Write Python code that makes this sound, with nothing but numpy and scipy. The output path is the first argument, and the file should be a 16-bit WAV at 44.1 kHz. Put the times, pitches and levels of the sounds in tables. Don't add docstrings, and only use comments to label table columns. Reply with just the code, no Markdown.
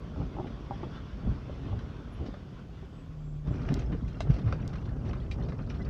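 import sys
import numpy as np
from scipy import signal
from scipy.fft import rfft, irfft
from scipy.io import wavfile
from scipy.ndimage import uniform_filter1d

SR = 44100
rng = np.random.default_rng(int(sys.argv[2]) if len(sys.argv) > 2 else 0)


def put_to_file(sound):
    columns = np.atleast_2d(sound).T
    safe = np.clip(columns, -1, 1)
    whole_steps = np.round(safe * 32767)
    wavfile.write(sys.argv[1], SR, whole_steps.astype(np.int16))


N = 259749
T = np.arange(N) / SR

# time_s, stony_share (0-1)
STONY_GROUND = [(0, 0), (2.1, 0.2), (3.35, 0), (3.5, 0.82), (5.89, 1)]


def undb(db):
    return 10 ** (np.asarray(db) / 20)


def unit(x):
    return x / np.sqrt(np.mean(x ** 2))


def curves(table):
    s, *columns = np.transpose(table)
    return [np.interp(T, s, column) for column in columns]


def stony_share():
    return np.clip(curves(STONY_GROUND)[0], 0, 1)


def walk(rate):
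    hold = max(int(SR / rate), 1)
    steps = np.repeat(rng.standard_normal(N // hold + 1), hold)
    slewed = uniform_filter1d(uniform_filter1d(steps, hold), hold)
    return unit(slewed[:N])


def soften(x, hz, kind="low", order=2):
    return signal.sosfilt(signal.butter(order, min(hz, .45 * SR), kind, fs=SR, output="sos"), x)


def colour(x, points, tilt_db=0, size=8192):
    hz, db = np.transpose(points)
    octave = np.log2(np.maximum(np.arange(size // 2 + 1) * SR / size, 1))
    tilted_db = db + tilt_db * np.log2(hz / hz[0])
    response = undb(np.interp(octave, np.log2(hz), tilted_db))
    cepstrum = irfft(np.log(response))
    cepstrum[1:size // 2] *= 2
    cepstrum[size // 2 + 1:] = 0
    impulse = irfft(np.exp(rfft(cepstrum)))
    return signal.fftconvolve(x, impulse)[:len(x)]


def resonant(points, count=36):
    hz, db = np.transpose(points)
    fine_hz = np.geomspace(hz[0], hz[-1], count)
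    ripple_db = rng.uniform(-4, 4, count)
    return np.column_stack([fine_hz, np.interp(np.log(fine_hz), np.log(hz), db) + ripple_db])


def add(out, s, sound, peak_db):
    i = int(s * SR)
    scaled = undb(peak_db) * sound / np.abs(sound).max()
    out[i:i + len(sound)] += scaled[:N - i]


def grains(rate, spread_db):
    hit = rng.random(N) < rate / SR
    sign = rng.choice([-1, 1], N)
    return hit * sign * undb(spread_db * np.minimum(rng.exponential(size=N), 4.5))


def flurries(depth_db, rate, count=40):
    edges_hz = np.linspace(450, 10450, count + 1)
    out = np.zeros(N)
    for band in zip(edges_hz, edges_hz[1:]):
        drive = rng.standard_normal(N) * undb(depth_db * np.minimum(walk(rate), 2))
        out += signal.sosfilt(signal.butter(2, band, "band", fs=SR, output="sos"), drive)
    return unit(out)


def body(t, hz, t60, spread=0.042, side=0.75):
    modes = [(1, 1), (1 - spread, side), (1 + spread, side)]
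    return sum(gain * undb(-60 * t / (t60 * gain)) * np.sin(2 * np.pi * hz * ratio * t)
               for ratio, gain in modes)


def background_hiss(rms_db=-75.5):
    # frequency_hz, relative_db_per_hz
    spectrum = [(500, -6.5), (3000, 0), (6000, 0), (7700, -6), (8600, -14.5), (10500, -11), (12500, -17),
                (15500, -15.5)]
    return undb(rms_db) * unit(colour(rng.standard_normal(N), spectrum))


def electrical_whine():
    # pitch_hz, rms_level_db
    tones = [(6449, -92)]
    return sum(np.sqrt(2) * undb(db) * np.sin(2 * np.pi * hz * T) for hz, db in tones)


def squeaks(waver=0.0083, flutter_db=4.0):
    # centre_s, mean pitch_hz, level_db before flutter, half_length_s (to 1/e)
    tones = [(2.138, 10800, -71, 0.022), (2.97, 7750, -81, 0.08), (3.28, 7410, -79, 0.093),
             (3.53, 7410, -78, 0.04), (5.814, 2010, -53.5, 0.011)]
    run = np.cumsum(1 + waver * walk(570)) / SR
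    flutter = undb(flutter_db * walk(120))
    return flutter * sum(undb(db) * np.exp(-((T - s) / half) ** 2) * np.sin(2 * np.pi * hz * run)
                         for s, hz, db, half in tones)


def engine(waver=0.00052, rough_db=4):
    # time_s, mean firing_rate_hz, level_db
    throttle = [(0, 54.96, -43), (1.3, 53, -59), (2.1, 51.5, -47.5), (2.42, 46.06, -47.5),
                (2.62, 45.14, -45), (2.9, 40.73, -43.5), (3.3, 37.03, -44), (5.89, 36.3, -44.5)]
    # multiple of the firing rate, relative_level_db
    orders = [(1, -1.5), (2, -14.5), (3, -7.5), (4, -4), (5, -29.5), (6, -26), (7, -20)]
    hz, db = curves(throttle)
    phase = 2 * np.pi * np.cumsum(hz * (1 + waver * walk(10))) / SR
    drone = np.zeros(N)
    for multiple, gain_db in orders:
        strength = undb(gain_db + rough_db * walk(3.218))
        drone += strength * np.sin(round(multiple) * phase + 2 * np.pi * rng.random())
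    return undb(db) * drone


def ride(panels_below_boom_db=9, stony_panels_db=-4, gravel_share=0.53):
    # time_s, boom_db, gravel_db
    rolling = [(0, -41.5, -57.5), (1.6, -40.5, -56), (2.5, -44.5, -60.5), (3.42, -47.5, -67),
               (3.48, -36, -56.5), (4.1, -39, -61), (4.6, -34.5, -58), (5.89, -36.5, -59)]
    # centre_s, boom_lift_db, panel_lift_db, half_length_s (to 1/e)
    patches = [(0.204, 6.5, 11, 0.051), (0.418, 1.5, 6.5, 0.096), (0.849, 3, 6, 0.04),
               (1.287, 13.5, 6, 0.059), (1.737, 5.5, 4, 0.12), (2.246, 2, 8.5, 0.072), (3.526, 4, 4, 0.053),
               (3.74, 7.5, 9, 0.11), (3.931, 7, 5, 0.045), (4.05, 7.5, -1.5, 0.04), (4.309, 5, 5.5, 0.097),
               (4.492, 5, 3.5, 0.086), (5.086, 1.5, 6, 0.064), (5.425, 3.5, 7, 0.06), (5.835, 4, 4, 0.1)]
    boom_db, gravel_db = curves(rolling)
    stony = stony_share()
    heave_db, jolt_db = sum(np.outer([boom, shake], np.exp(-((T - s) / half) ** 2))
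                            for s, boom, shake, half in patches)
    shake_db = boom_db - panels_below_boom_db + stony_panels_db * stony
    return boom_db + heave_db, shake_db + jolt_db, gravel_db + gravel_share * stony * jolt_db


def cabin(boom_db, shake_db):
    # frequency_hz, relative_db_per_hz
    air_colour = [(11, -50.5), (18, -17), (38, 0), (55, 6.5), (85, 1), (141, 0.5), (200, -8), (260, -15),
                  (340, -27.5), (570, -120)]
    # frequency_hz, relative_db_per_hz
    panel_colour = [(100, -28.5), (160, -4), (183, -7.5), (216, -3), (277, -2.5), (334, -8.5), (387, -7),
                    (449, -10), (521, -13), (613, -14), (849, -21), (1000, -27.5), (1300, -28),
                    (2200, -120)]
    boom = unit(colour(rng.standard_normal(N), air_colour))
    panels = unit(colour(grains(900, 1.73), panel_colour))
    return boom * undb(boom_db + 0.5) + panels * undb(shake_db + 2.5)


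def crackle(cluster_db=1.0, grit_db=-4):
    # frequency_hz, relative_db_per_hz
    gravel_colour = [(500, -36.5), (800, 3), (1000, 4.5), (1350, 7.5), (1700, -0.5), (2300, -8.5),
                     (2900, -8.5), (3400, -20), (4200, -25), (5500, -14.5), (6400, -34), (7600, -33.5),
                     (9000, -32.5), (12000, -58)]
    buzz = flurries(depth_db=7, rate=48)
    grit = undb(grit_db) * unit(grains(450, 3.2))
    clusters = undb(cluster_db * walk(55))
    return unit(colour((buzz + grit) * clusters, gravel_colour))


def pebbles(count=2000, low_hz=950, high_hz=6100, tilt_db=-2.8, skid_s=0.005, skid=0.18, crunch_db=3.0):
    out, t = np.zeros(N), T[:SR // 30]
    crunch = crunch_db * np.minimum(walk(30), 1.5)
    for when, pitch, force, damping in rng.random((count, 4)):
        hz = low_hz * (high_hz / low_hz) ** pitch
        force_db = 13 * force ** 3
        db = force_db + crunch[int(when * N)] + tilt_db * np.log2(hz / low_hz)
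        contact = (t == 0) + skid * rng.standard_normal(len(t)) * np.exp(-t / skid_s)
        t60_s = 0.034 * (.5 + damping)
        ring = body(t, hz, t60_s, spread=0.16, side=0.6)
        add(out, when * T[-1], signal.fftconvolve(contact, ring)[:len(t)], db)
    return unit(soften(out, 6300, order=8))


def tyres(gravel_db):
    # frequency_hz, relative_db_per_hz
    hiss_colour = [(470, -27), (800, -8.5), (1130, 0.5), (1220, -6), (1440, -2.5), (1710, -9.5),
                   (2160, -11.5), (2340, -12), (3510, -11), (3880, -18.5), (4710, -18.5), (5760, -22.5),
                   (9000, -56.5), (11700, -65), (19800, -120)]
    stony = stony_share()
    hiss = unit(colour(flurries(depth_db=2.5, rate=30), hiss_colour)) * undb(1.0 * walk(22.2))
    smooth = undb(0.4) * np.sqrt(1 - stony) * hiss
    broken = undb(-1.5) * np.sqrt(stony) * crackle()
    clinks = undb(-3) * stony * pebbles()
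    return undb(gravel_db) * (smooth + broken + clinks)


def ticks(scrape=0.035, decay_s=0.0035):
    # start_s, peak_db
    stones = [(3.7418, -26.5), (4.6783, -33.5)]
    # frequency_hz, relative_db
    tick_colour = [(1000, -16), (2500, -3.5), (3800, 6), (5500, 7.5), (7500, 0.5), (10000, -17),
                   (15000, -17)]
    out, t = np.zeros(N), T[:SR // 20]
    for s, db in stones:
        contact = (t == 0) + scrape * rng.standard_normal(len(t)) * np.exp(-t / decay_s)
        add(out, s, colour(contact, tick_colour), db)
    return out


def rattles(rise=0.38, chatter_db=3.0):
    # start_s, peak_db before reflections, brightness_db_per_octave, decay_s (to 1/e)
    jolts = [(0.467, -39.5, -4.5, 0.008), (0.829, -38.5, -8.5, 0.0032), (1.789, -37.5, -3.5, 0.0049),
             (2.255, -43.5, 1, 0.019), (2.339, -37, -7.5, 0.0051), (3.472, -45.5, -0.5, 0.0044),
             (3.535, -42, -4, 0.016), (3.581, -48, 0, 0.0045), (3.612, -48.5, 0, 0.014),
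             (3.645, -39, -5.5, 0.008), (3.687, -30, -5, 0.0038), (3.702, -43.5, -3, 0.032),
             (3.752, -40.5, -5.5, 0.018), (3.788, -44, 2, 0.011), (3.818, -38.5, -6.5, 0.006),
             (3.916, -36, -6.5, 0.016), (4.076, -47, 2, 0.011), (4.204, -30.5, -0.5, 0.0046),
             (4.294, -34.5, -6.5, 0.018), (4.332, -44.5, 1.5, 0.017), (4.360, -33, -8, 0.0071),
             (4.384, -45.5, 2, 0.0095), (4.454, -36.5, -6.5, 0.043), (4.5246, -28.5, -4, 0.003),
             (4.551, -45, -5, 0.0077), (4.660, -36.5, -11, 0.0036), (4.688, -46, -1, 0.009),
             (4.730, -38, -4, 0.0096), (4.756, -38, -3, 0.004), (4.815, -48, -3.5, 0.0055),
             (4.853, -43, -2.5, 0.0066), (4.902, -52, -4, 0.0055), (5.045, -46.5, 0.5, 0.034),
             (5.132, -32.5, -5, 0.003), (5.310, -34.5, 2.5, 0.01), (5.484, -36.5, -6.5, 0.008),
             (5.519, -36.5, -8.5, 0.0062), (5.587, -37.5, -10, 0.013), (5.699, -37.5, -3, 0.007),
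             (5.740, -43, -4, .015), (5.852, -34.5, -11, 0.021)]
    # frequency_hz, relative_db
    part_colour = [(250, -13.5), (550, -7), (850, -10), (1300, -1.5), (1800, -2.5), (2400, -4),
                   (3400, -7.5), (5800, -10.5), (7000, -24.5), (9000, -34), (15000, -54.5)]
    out, t = np.zeros(N), T[:SR // 5]
    for s, db, tilt_db, decay in jolts:
        swell = (1 - np.exp(-t / (rise * decay))) * np.exp(-t / decay)
        contacts = grains(5000, chatter_db)[:len(t)] * swell
        add(out, s, colour(contacts, resonant(part_colour), tilt_db), db)
    return out


def reflections(x, db, t60):
    t = T[:SR // 6]
    tail = rng.standard_normal(len(t)) * undb(-60 * t / t60) * (t > .002)
    return x + undb(db) * signal.fftconvolve(x, tail / np.linalg.norm(tail))[:N]


def knocks(push_s=0.00034, rebound_s=0.0042, rebound=0.44):
    # start_s, peak_db, pitch_hz, t60_s
    hits = [(0.832, -34, 345, 0.049), (0.836, -40, 1170, 0.035), (1.272, -27.5, 204, 0.071),
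            (1.496, -35, 560, 0.024), (1.663, -33, 273, 0.068), (2.222, -40, 380, 0.05),
            (2.285, -32, 280, 0.057), (2.340, -39.5, 593, 0.038), (3.507, -31.5, 294, 0.058),
            (3.509, -39.5, 630, .03), (3.614, -31.5, 249, 0.11), (3.689, -37, 675, 0.048),
            (3.69, -42, 1610, .03), (3.721, -22.5, 263, 0.038), (3.760, -35, 392, 0.09),
            (3.794, -49, 6400, 0.023), (3.928, -30, 293, 0.16), (4.023, -31.5, 227, .07),
            (3.947, -34.5, 438, 0.11), (4.2055, -27, 652, 0.024), (4.206, -38, 1180, 0.045),
            (4.525, -30.5, 1324, 0.03), (4.528, -33, 546, 0.052), (5.134, -40.5, 1120, 0.041),
            (5.314, -37, 2380, 0.051), (5.315, -43, 3840, 0.044), (5.523, -45, 1160, 0.03),
            (5.701, -47, 2390, .04)]
    out, t = np.zeros(N), T[:SR // 8]
    for s, db, hz, t60 in hits:
        ring = body(t, hz, t60) * (1 - np.exp(-t / push_s))
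        lag = np.ceil(rebound_s * hz) / hz
        add(out, s, ring + rebound * np.interp(t - lag, t, ring, left=0), db)
    return out


def thumps(stiffen=0.14, rise=0.98):
    # centre_s, approximate peak_db, pitch_hz, half_length_s (fall to 1/e; rise is a share of it)
    bumps = [(1.297, -26.5, 86, 0.004), (1.734, -23, 98, 0.0087), (2.211, -25, 73.4, 0.0067),
             (3.480, -18.5, 131, 0.0017), (3.513, -28.5, 100, 0.014), (3.707, -18.5, 143, 0.0043),
             (3.752, -31, 54.6, 0.0093), (3.798, -28.5, 117, 0.0085), (3.935, -31, 165, 0.02),
             (4.3025, -9.5, 133, 0.0042), (4.32, -23, 50.5, 0.039), (4.468, -18, 111.3, 0.01)]
    out = np.zeros(N)
    for s, db, hz, half in bumps:
        t = T - s
        swing = np.exp(-np.logaddexp(-t / (rise * half), t / half))
        swing /= swing.max()
        phase = 2 * np.pi * hz * t
        overtone = stiffen * swing ** 2 * np.cos(2 * phase)
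        out += undb(db) * (swing * np.cos(phase) + overtone) / (1 + stiffen)
    return out


def planks(scatter=0.0068, slap_s=0.015, slap=0.066, muffle_hz=1250):
    # start_s, peak_db before muffling, brightness_db_per_octave
    strikes = [(0.161, -36, 3), (.200, -35, 1), (0.368, -29, 3), (.386, -25.5, 17), (0.398, -21.5, -1),
               (0.421, -37, -2), (.445, -33, 3), (.709, -22.5, 11), (0.7174, -31, 13), (.832, -30, 6),
               (.841, -36, 7), (1.223, -39.5, 2), (1.728, -32.5, 9), (2.828, -37.5, -6)]
    # mean pitch_hz, relative_level_db, t60_s
    modes = [(283, -6.5, 0.091), (380, 3.5, 0.08), (630, 0, 0.035), (805, 2.5, 0.052), (880, -8, 0.039),
             (1125, -16.5, 0.02)]
    out, t = np.zeros(N), T[:SR // 5]
    for s, db, tilt_db in strikes:
        ring = np.zeros(len(t))
        for hz, gain_db, t60 in modes:
            pitch_hz = hz * (1 + scatter * rng.standard_normal())
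            decay = undb(gain_db + tilt_db * np.log2(hz) - 60 * t / t60)
            ring += decay * np.sin(2 * np.pi * pitch_hz * t)
        contact = slap * rng.standard_normal(len(t)) * np.exp(-t / slap_s)
        contact[0] += 2
        add(out, s, signal.fftconvolve(contact, ring)[:len(t)], db)
    return soften(out, muffle_hz, order=4)


def scene():
    boom_db, shake_db, gravel_db = ride()
    background = background_hiss() + electrical_whine() + squeaks()
    rolling = engine() + cabin(boom_db, shake_db) + tyres(gravel_db)
    clatter = ticks() + reflections(rattles(), db=-5, t60=0.12) + knocks()
    return (background + rolling + clatter + thumps() + planks())[None]


def record(dry, bass_hz=27, top_hz=15500):
    heard = soften(dry, bass_hz, "high", order=4)
    return signal.sosfilt(signal.ellip(10, .2, 80, top_hz, fs=SR, output="sos"), heard)


dry = scene()
out = record(dry)
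put_to_file(out)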